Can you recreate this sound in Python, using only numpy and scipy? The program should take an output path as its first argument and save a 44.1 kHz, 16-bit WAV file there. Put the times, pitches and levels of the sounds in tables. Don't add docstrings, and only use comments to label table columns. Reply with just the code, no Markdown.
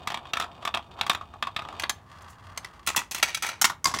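import sys
import numpy as np
from scipy import signal
from scipy.fft import rfft, irfft
from scipy.io import wavfile
from scipy.ndimage import uniform_filter1d

SR = 44100
rng = np.random.default_rng(int(sys.argv[2]) if len(sys.argv) > 2 else 0)


def digitize_waveform(pressure):
    field = np.atleast_2d(pressure).T
    bounded = np.clip(field, -1, 1)
    quanta = np.round(bounded * 32767).astype(np.int16)
    wavfile.write(sys.argv[1], SR, quanta)


N = 176400
HIT_TIME = np.arange(SR // 3) / SR
FILTER_HZ = np.fft.rfftfreq(2048, 1 / SR)


def gain(db):
    return 10 ** (np.asarray(db) / 20)


def unit_level(x):
    return x / np.sqrt(np.mean(x ** 2) + 1e-20)


def at_pitch(points, hz):
    pitch_hz, value = np.transpose(points)
    return np.interp(np.log(hz + 1), np.log(pitch_hz), value)


def loudness(points):
    time_s, db = np.transpose(points)
    t = np.arange(N) / SR
    fade = np.clip(np.minimum(t - time_s[0], time_s[-1] - t) * 20 + 2, 0, 1)
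    return gain(np.interp(t, time_s, db)) * fade


def add(mix, start_s, sound):
    part = mix[max(round(start_s * SR), 0):][:len(sound)]
    part += sound[:len(part)]


def wobble(n, size):
    return unit_level(uniform_filter1d(uniform_filter1d(rng.standard_normal(n), size), size))


def shape_tone(x, db):
    cepstrum = irfft(np.log(gain(db)))
    half = len(cepstrum) // 2
    cepstrum[1:half] *= 2
    cepstrum[half + 1:] = 0
    return signal.fftconvolve(x, irfft(np.exp(rfft(cepstrum))))[:len(x)]


def die_away(t, fade_s):
    return np.exp(-np.log(1000) * t / fade_s)


def fading_noise(t, fades):
    hz = np.fft.rfftfreq(len(t), 1 / SR)
    centres_hz, fades_s = np.transpose(fades)
    spectrum = rfft(rng.standard_normal(len(t)))
    return sum(irfft(spectrum * at_pitch(np.c_[centres_hz, band], hz), len(t)) * die_away(t, fade_s)
               for band, fade_s in zip(np.eye(len(fades_s)), fades_s))


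def hiss(tone):
    weights = gain(at_pitch(tone, np.fft.rfftfreq(N, 1 / SR)))
    return unit_level(irfft(rfft(rng.standard_normal(N)) * weights, N))


# pitch_hz, level_db
AIR_TONE = [(20, -6), (70, 2.5), (400, -18), (1000, -26), (12000, -47.5)]

def room_air(level_db=-52.5):
    return gain(level_db) * hiss(AIR_TONE)


# pitch_hz, fade_s
ECHO_FADES = [(150, 0.39), (4000, 0.17), (15000, 0.16)]

def room_echo(sound, level_db=-16.5, rise_s=0.0064):
    t = np.arange(SR // 2) / SR
    tail = fading_noise(t, ECHO_FADES) * np.minimum(t / rise_s, 1) ** 2
    return gain(level_db) * signal.fftconvolve(sound, tail / np.linalg.norm(tail))[:N]


# time_s, level_db
HUM_LEVELS = [(0, -58.5), (2.35, -54.5), (2.53, -47), (2.7, -73)]

def board_hum(pitch_hz=88.6, width_hz=8.9):
    offset = (np.fft.rfftfreq(N, 1 / SR) - pitch_hz) / width_hz
    hum = irfft(rfft(rng.standard_normal(N)) / (1 + offset ** 2), N)
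    return loudness(HUM_LEVELS) * unit_level(hum)


# time_s, level_db
BRUSH_LEVELS = [(2.25, -105), (2.305, -54), (2.38, -91)]
# pitch_hz, level_db
BRUSH_TONE = [(2000, -22), (7000, 1), (15500, -12)]

def wall_brush():
    return loudness(BRUSH_LEVELS) * hiss(BRUSH_TONE)


def hollow_boost(notes, boost_db=5, width_hz=75):
    offset = (FILTER_HZ - np.transpose(notes)[0][:, None]) / width_hz
    return boost_db * (1 / (1 + offset ** 2)).max(0)


# time_s, level_db
STAIR_ROLL_LEVELS = [(0, -47.5), (.32, -49.5), (.5, -50), (.62, -48.5), (.86, -57.5), (.98, -44),
                     (1.27, -56), (1.53, -57), (1.6, -49), (1.76, -43.5), (1.95, -56.5)]
CHUTE_ROLL_LEVELS = [(1.9, -65), (2.04, -59.5), (2.14, -49.5), (2.26, -48), (2.34, -54), (2.56, -48),
                     (2.87, -55.5)]
# pitch_hz, level_db
STAIR_ROLL_TONE = [(200, -4), (520, -5.5), (840, -0.5), (1150, 0.5), (1700, -14), (3600, -13),
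                   (5500, -22.5), (12000, -43)]
CHUTE_ROLL_TONE = [(450, -8.5), (700, 2), (1150, 5.5), (1700, -2), (7000, -19), (15000, -32.5)]

def rolling(levels, tone, notes, bumps_per_s=170, spread_db=3.8, split_hz=1500):
    bumps = (rng.random(N) < bumps_per_s / SR) * gain(spread_db * np.minimum(rng.exponential(1, N), 4))
    tick = rng.standard_normal(len(HIT_TIME)) * die_away(HIT_TIME, fade_s=0.045)
    ticks = unit_level(signal.fftconvolve(bumps * rng.choice([-1, 1], N), tick)[:N])
    murmur = signal.lfilter(*signal.butter(2, split_hz, "low", fs=SR), rng.standard_normal(N))
    rattle = signal.lfilter(*signal.butter(2, split_hz, "high", fs=SR), ticks)
    tone_db = at_pitch(tone, FILTER_HZ) + hollow_boost(notes)
    return loudness(levels) * unit_level(shape_tone(murmur + rattle, tone_db))


# start_s, level_db
BOARD_KNOCKS = [(2.9486, -20.5), (3.018, -25), (3.6988, -18), (3.9432, -20)]

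def board_knocks(end_hz=900, peak_s=0.0007, slide_s=0.0012):
    out, t = np.zeros(N), HIT_TIME
    cycles = np.cumsum(end_hz * (1 + 1.1 * np.exp(-t / slide_s))) / SR
    knock = (t / peak_s) * np.exp(1 - t / peak_s) * np.sin(2 * np.pi * cycles)
    for start_s, db in BOARD_KNOCKS:
        add(out, start_s, gain(db) * knock)
    return out


# pitch_hz, stairs_db, chute_db, pole_db, tub_db, seesaw_db, board_db
PART_TONES = [(215, -1.5, -4.5, -3.5, -15.5, -7, -2.5), (485, -6.5, -5, -7.5, -8.5, -16.5, -11),
              (933, 8, 5.5, 5.5, 0, 2.5, -1), (1160, 10, 4, 3.5, -4, 3, -1.5),
              (1710, 5, 4, -0.5, -1.5, 1, 1.5), (2310, 7, 3.5, 1.5, 2, 1, -1),
              (3550, 5.5, 2, -1.5, -6, 3, 0.5), (6160, -8.5, 1, -5.5, -1.5, 4, 2.5),
              (15600, -24.5, -11, -16, -16, -7, -16)]
# pitch_hz, fade_s
RING_FADES = [(300, 0.15), (3500, 0.13), (15000, 0.067)]

def struck(hits, notes, tone_column, note_fade_s, crack_s, ring_stretch, steps=(), step_db=-0.5):
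    out, t, bins = np.zeros(N), HIT_TIME, len(FILTER_HZ)
    ripple_db = 1.5 * wobble(bins, size=6) * np.minimum(FILTER_HZ / 3000, 1)
    part_db = at_pitch(np.array(PART_TONES)[:, [0, tone_column]], FILTER_HZ) + ripple_db + 4.5
    rise = 1 - np.exp(-t / 0.00062)
    for start_s, level_db, bass_db, treble_db, ring_db in hits:
        step_note = [(step_hz, step_db) for reached_s, step_hz in steps if reached_s <= start_s][-1:]
        ringing = list(notes) + step_note
        hz, db = np.transpose(ringing)[:, :, None]
        touch = [(1100, bass_db), (2200, 0), (3800, 0), (6500, treble_db)]
        crack = rng.standard_normal(len(t)) * np.exp(-(t / crack_s) ** 2)
        spot_db = 1.8 * wobble(bins, size=10) * np.minimum(FILTER_HZ / 1000, 1)
        buzz = unit_level(gain(3 * wobble(len(t), size=90)))
        ring = buzz * fading_noise(t, np.array(RING_FADES) * [1, ring_stretch])
        tone_db = part_db + hollow_boost(ringing) + spot_db + at_pitch(touch, FILTER_HZ)
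        noise = shape_tone(crack + gain(ring_db) * ring, tone_db)
        note_spot_db, detune = rng.standard_normal((2, len(hz), 1))
        phase = 2 * np.pi * (hz * (1 + 0.0048 * detune) * t + rng.random(hz.shape))
        tones = gain(db + at_pitch(touch, hz) + note_spot_db) * die_away(t, note_fade_s) * np.sin(phase)
        add(out, start_s, gain(level_db) * rise * (noise + tones.sum(0)))
    return out


# start_s, level_db, bass_db, treble_db, ring_db
POLE_CLACKS = [(2.864, -39, -12, 11, 1), (2.873, -25, -1, 5.5, 3), (2.962, -22, 1.5, 12, -4.5),
               (2.976, -21.5, -1, -10, -9), (3.111, -40, -4.5, 7.5, 9.5), (3.146, -32, -6, 4.5, 5),
               (3.181, -34, 1.5, 4.5, -3)]
TUB_CLACKS = [(3.227,-12,-0.5,-4,-10), (3.279,-41.5,-1,-5,9.5), (3.3455,-18.5,-14,-3,-16),
              (3.371,-32,4,-2,-37), (3.423,-26,-2,1.5,-4), (3.433,-34.5,5,-6.5,6), (3.464,-28.5,-1,1.5,-7),
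              (3.488,-26,1.5,-7,-5.5)]
SEESAW_CLACKS = [(3.614, -25.5, 4, 5, 0.5), (3.643, -14, 1.5, -8.5, -14.5), (3.651, -20, 4, -0.5, -7.5),
                 (3.697, -35, 15.5, -4.5, -1.5)]
BOARD_CLACKS = [(3.843, -30.5, 2.5, 12, -35), (3.855, -19, 4.5, -0.5, -10.5), (3.87, -36, 16, 7, -5.5),
                (3.939, -28.5, 8, -3, -4), (3.987, -28, -1, 0.5, -30)]
# pitch_hz, level_db
POLE_NOTES = [(1050, -9), (1940, -14), (2620, -10), (3410, -5.5)]
TUB_NOTES = [(1330, -6), (1870, -16), (2280, -9), (2500, -13.5), (3336, -13.5), (3900, -12.5), (6080, -10)]
SEESAW_NOTES = [(1430, 0), (1830, 3), (2112, -6), (5600, 0.5), (6300, -18), (7220, 4.5)]
BOARD_NOTES = [(1098, 2.5), (2105, 2), (4800, 0)]

def chain_reaction():
    pole = struck(POLE_CLACKS, POLE_NOTES, 3, note_fade_s=0.084, crack_s=0.0041, ring_stretch=1.3)
    tub = struck(TUB_CLACKS, TUB_NOTES, 4, note_fade_s=0.076, crack_s=0.0094, ring_stretch=2.14)
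    seesaw = struck(SEESAW_CLACKS, SEESAW_NOTES, 5, note_fade_s=0.027, crack_s=0.0075, ring_stretch=1)
    board = struck(BOARD_CLACKS, BOARD_NOTES, 6, note_fade_s=0.048, crack_s=0.0057, ring_stretch=2.23)
    return pole + tub + seesaw + board


# start_s, level_db, treble_db
CHUTE_BOUNCES = [(1.797,-28,-1.5), (1.822,-34,-5), (1.835,-22,-16.5), (1.895,-22,3), (2.221,-63.5,14),
                 (2.575,-31,2), (2.646,-34.5,-3.5)]
# pitch_hz, level_db
CHUTE_NOTES = [(1136, -17), (1720, -21), (2010, -6), (3260, -16), (4450, -22), (6260, -12)]

def ball_in_chute(ring_db=-3.5):
    hits = [(start_s, db, 0, treble_db, ring_db) for start_s, db, treble_db in CHUTE_BOUNCES]
    return struck(hits, CHUTE_NOTES, 2, note_fade_s=0.046, crack_s=0.0035, ring_stretch=0.51)


# start_s, level_db, treble_db
STAIR_BOUNCES = [(0.073,-29.5,7.5), (0.102,-34,2.5), (0.119,-36.5,4), (0.1429,-32,1), (0.173,-38.5,1.5),
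                 (0.254,-51.5,-2), (0.334,-23,2.5), (0.37,-30,4.5), (0.3988,-27.5,7.5), (0.411,-35,5),
                 (0.422,-34.5,4), (0.441,-41,5), (0.626,-46,0), (0.651,-32.5,10), (0.675,-32,4),
                 (0.7401,-29,-5), (0.746,-29.5,2.5), (0.772,-33,0.5), (0.988,-48.5,2), (1.0111,-23.5,2),
                 (1.065,-36.5,11), (1.0962,-18.5,6), (1.131,-46.5,17), (1.148,-32,4.5), (1.211,-47,1),
                 (1.338,-54.5,3.5), (1.425,-28.5,2), (1.4701,-35.5,0.5), (1.563,-28,-0.5), (1.592,-38.5,-1),
                 (1.62,-48,6), (1.65,-48.5,1), (1.686,-42.5,2), (1.726,-51,7)]
# pitch_hz, level_db
STAIR_NOTES = [(700, -10.5), (1750, -21), (2570, -5), (3320, -4.5), (3630, -6.5)]
# reached_s, pitch_hz
STEP_NOTES = [(0.29, 1310), (0.58, 1174), (0.95, 1335), (1.05, 1127), (1.52, 1220)]

def ball_on_stairs(rebound_db=-21.5, firm_db=-22, ring_db=-3):
    delays_s = 0.013 * rng.uniform(1, 2, len(STAIR_BOUNCES))
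    rebounds = [(start_s + delay_s, db + rebound_db, treble_db)
                for (start_s, db, treble_db), delay_s in zip(STAIR_BOUNCES, delays_s)]
    hits = [(start_s, db, 0.51 * (firm_db - db), treble_db, ring_db)
            for start_s, db, treble_db in list(STAIR_BOUNCES) + rebounds]
    return struck(hits, STAIR_NOTES, 1, note_fade_s=0.045, crack_s=0.0047, ring_stretch=0.55,
                  steps=STEP_NOTES)


def scene():
    roll = rolling(STAIR_ROLL_LEVELS, STAIR_ROLL_TONE, STAIR_NOTES)
    roll += rolling(CHUTE_ROLL_LEVELS, CHUTE_ROLL_TONE, CHUTE_NOTES)
    game = roll + ball_on_stairs() + ball_in_chute() + chain_reaction() + board_knocks() + wall_brush()
    return (game + room_echo(game) + board_hum() + room_air())[None]


def record(dry):
    no_rumble = signal.sosfilt(signal.butter(2, 66, "high", fs=SR, output="sos"), dry)
    treble_cut = signal.firwin(255, 16050, window=("kaiser", 9), fs=SR)
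    return signal.oaconvolve(no_rumble, treble_cut[None], "same")


dry = scene()
out = record(dry)
digitize_waveform(out)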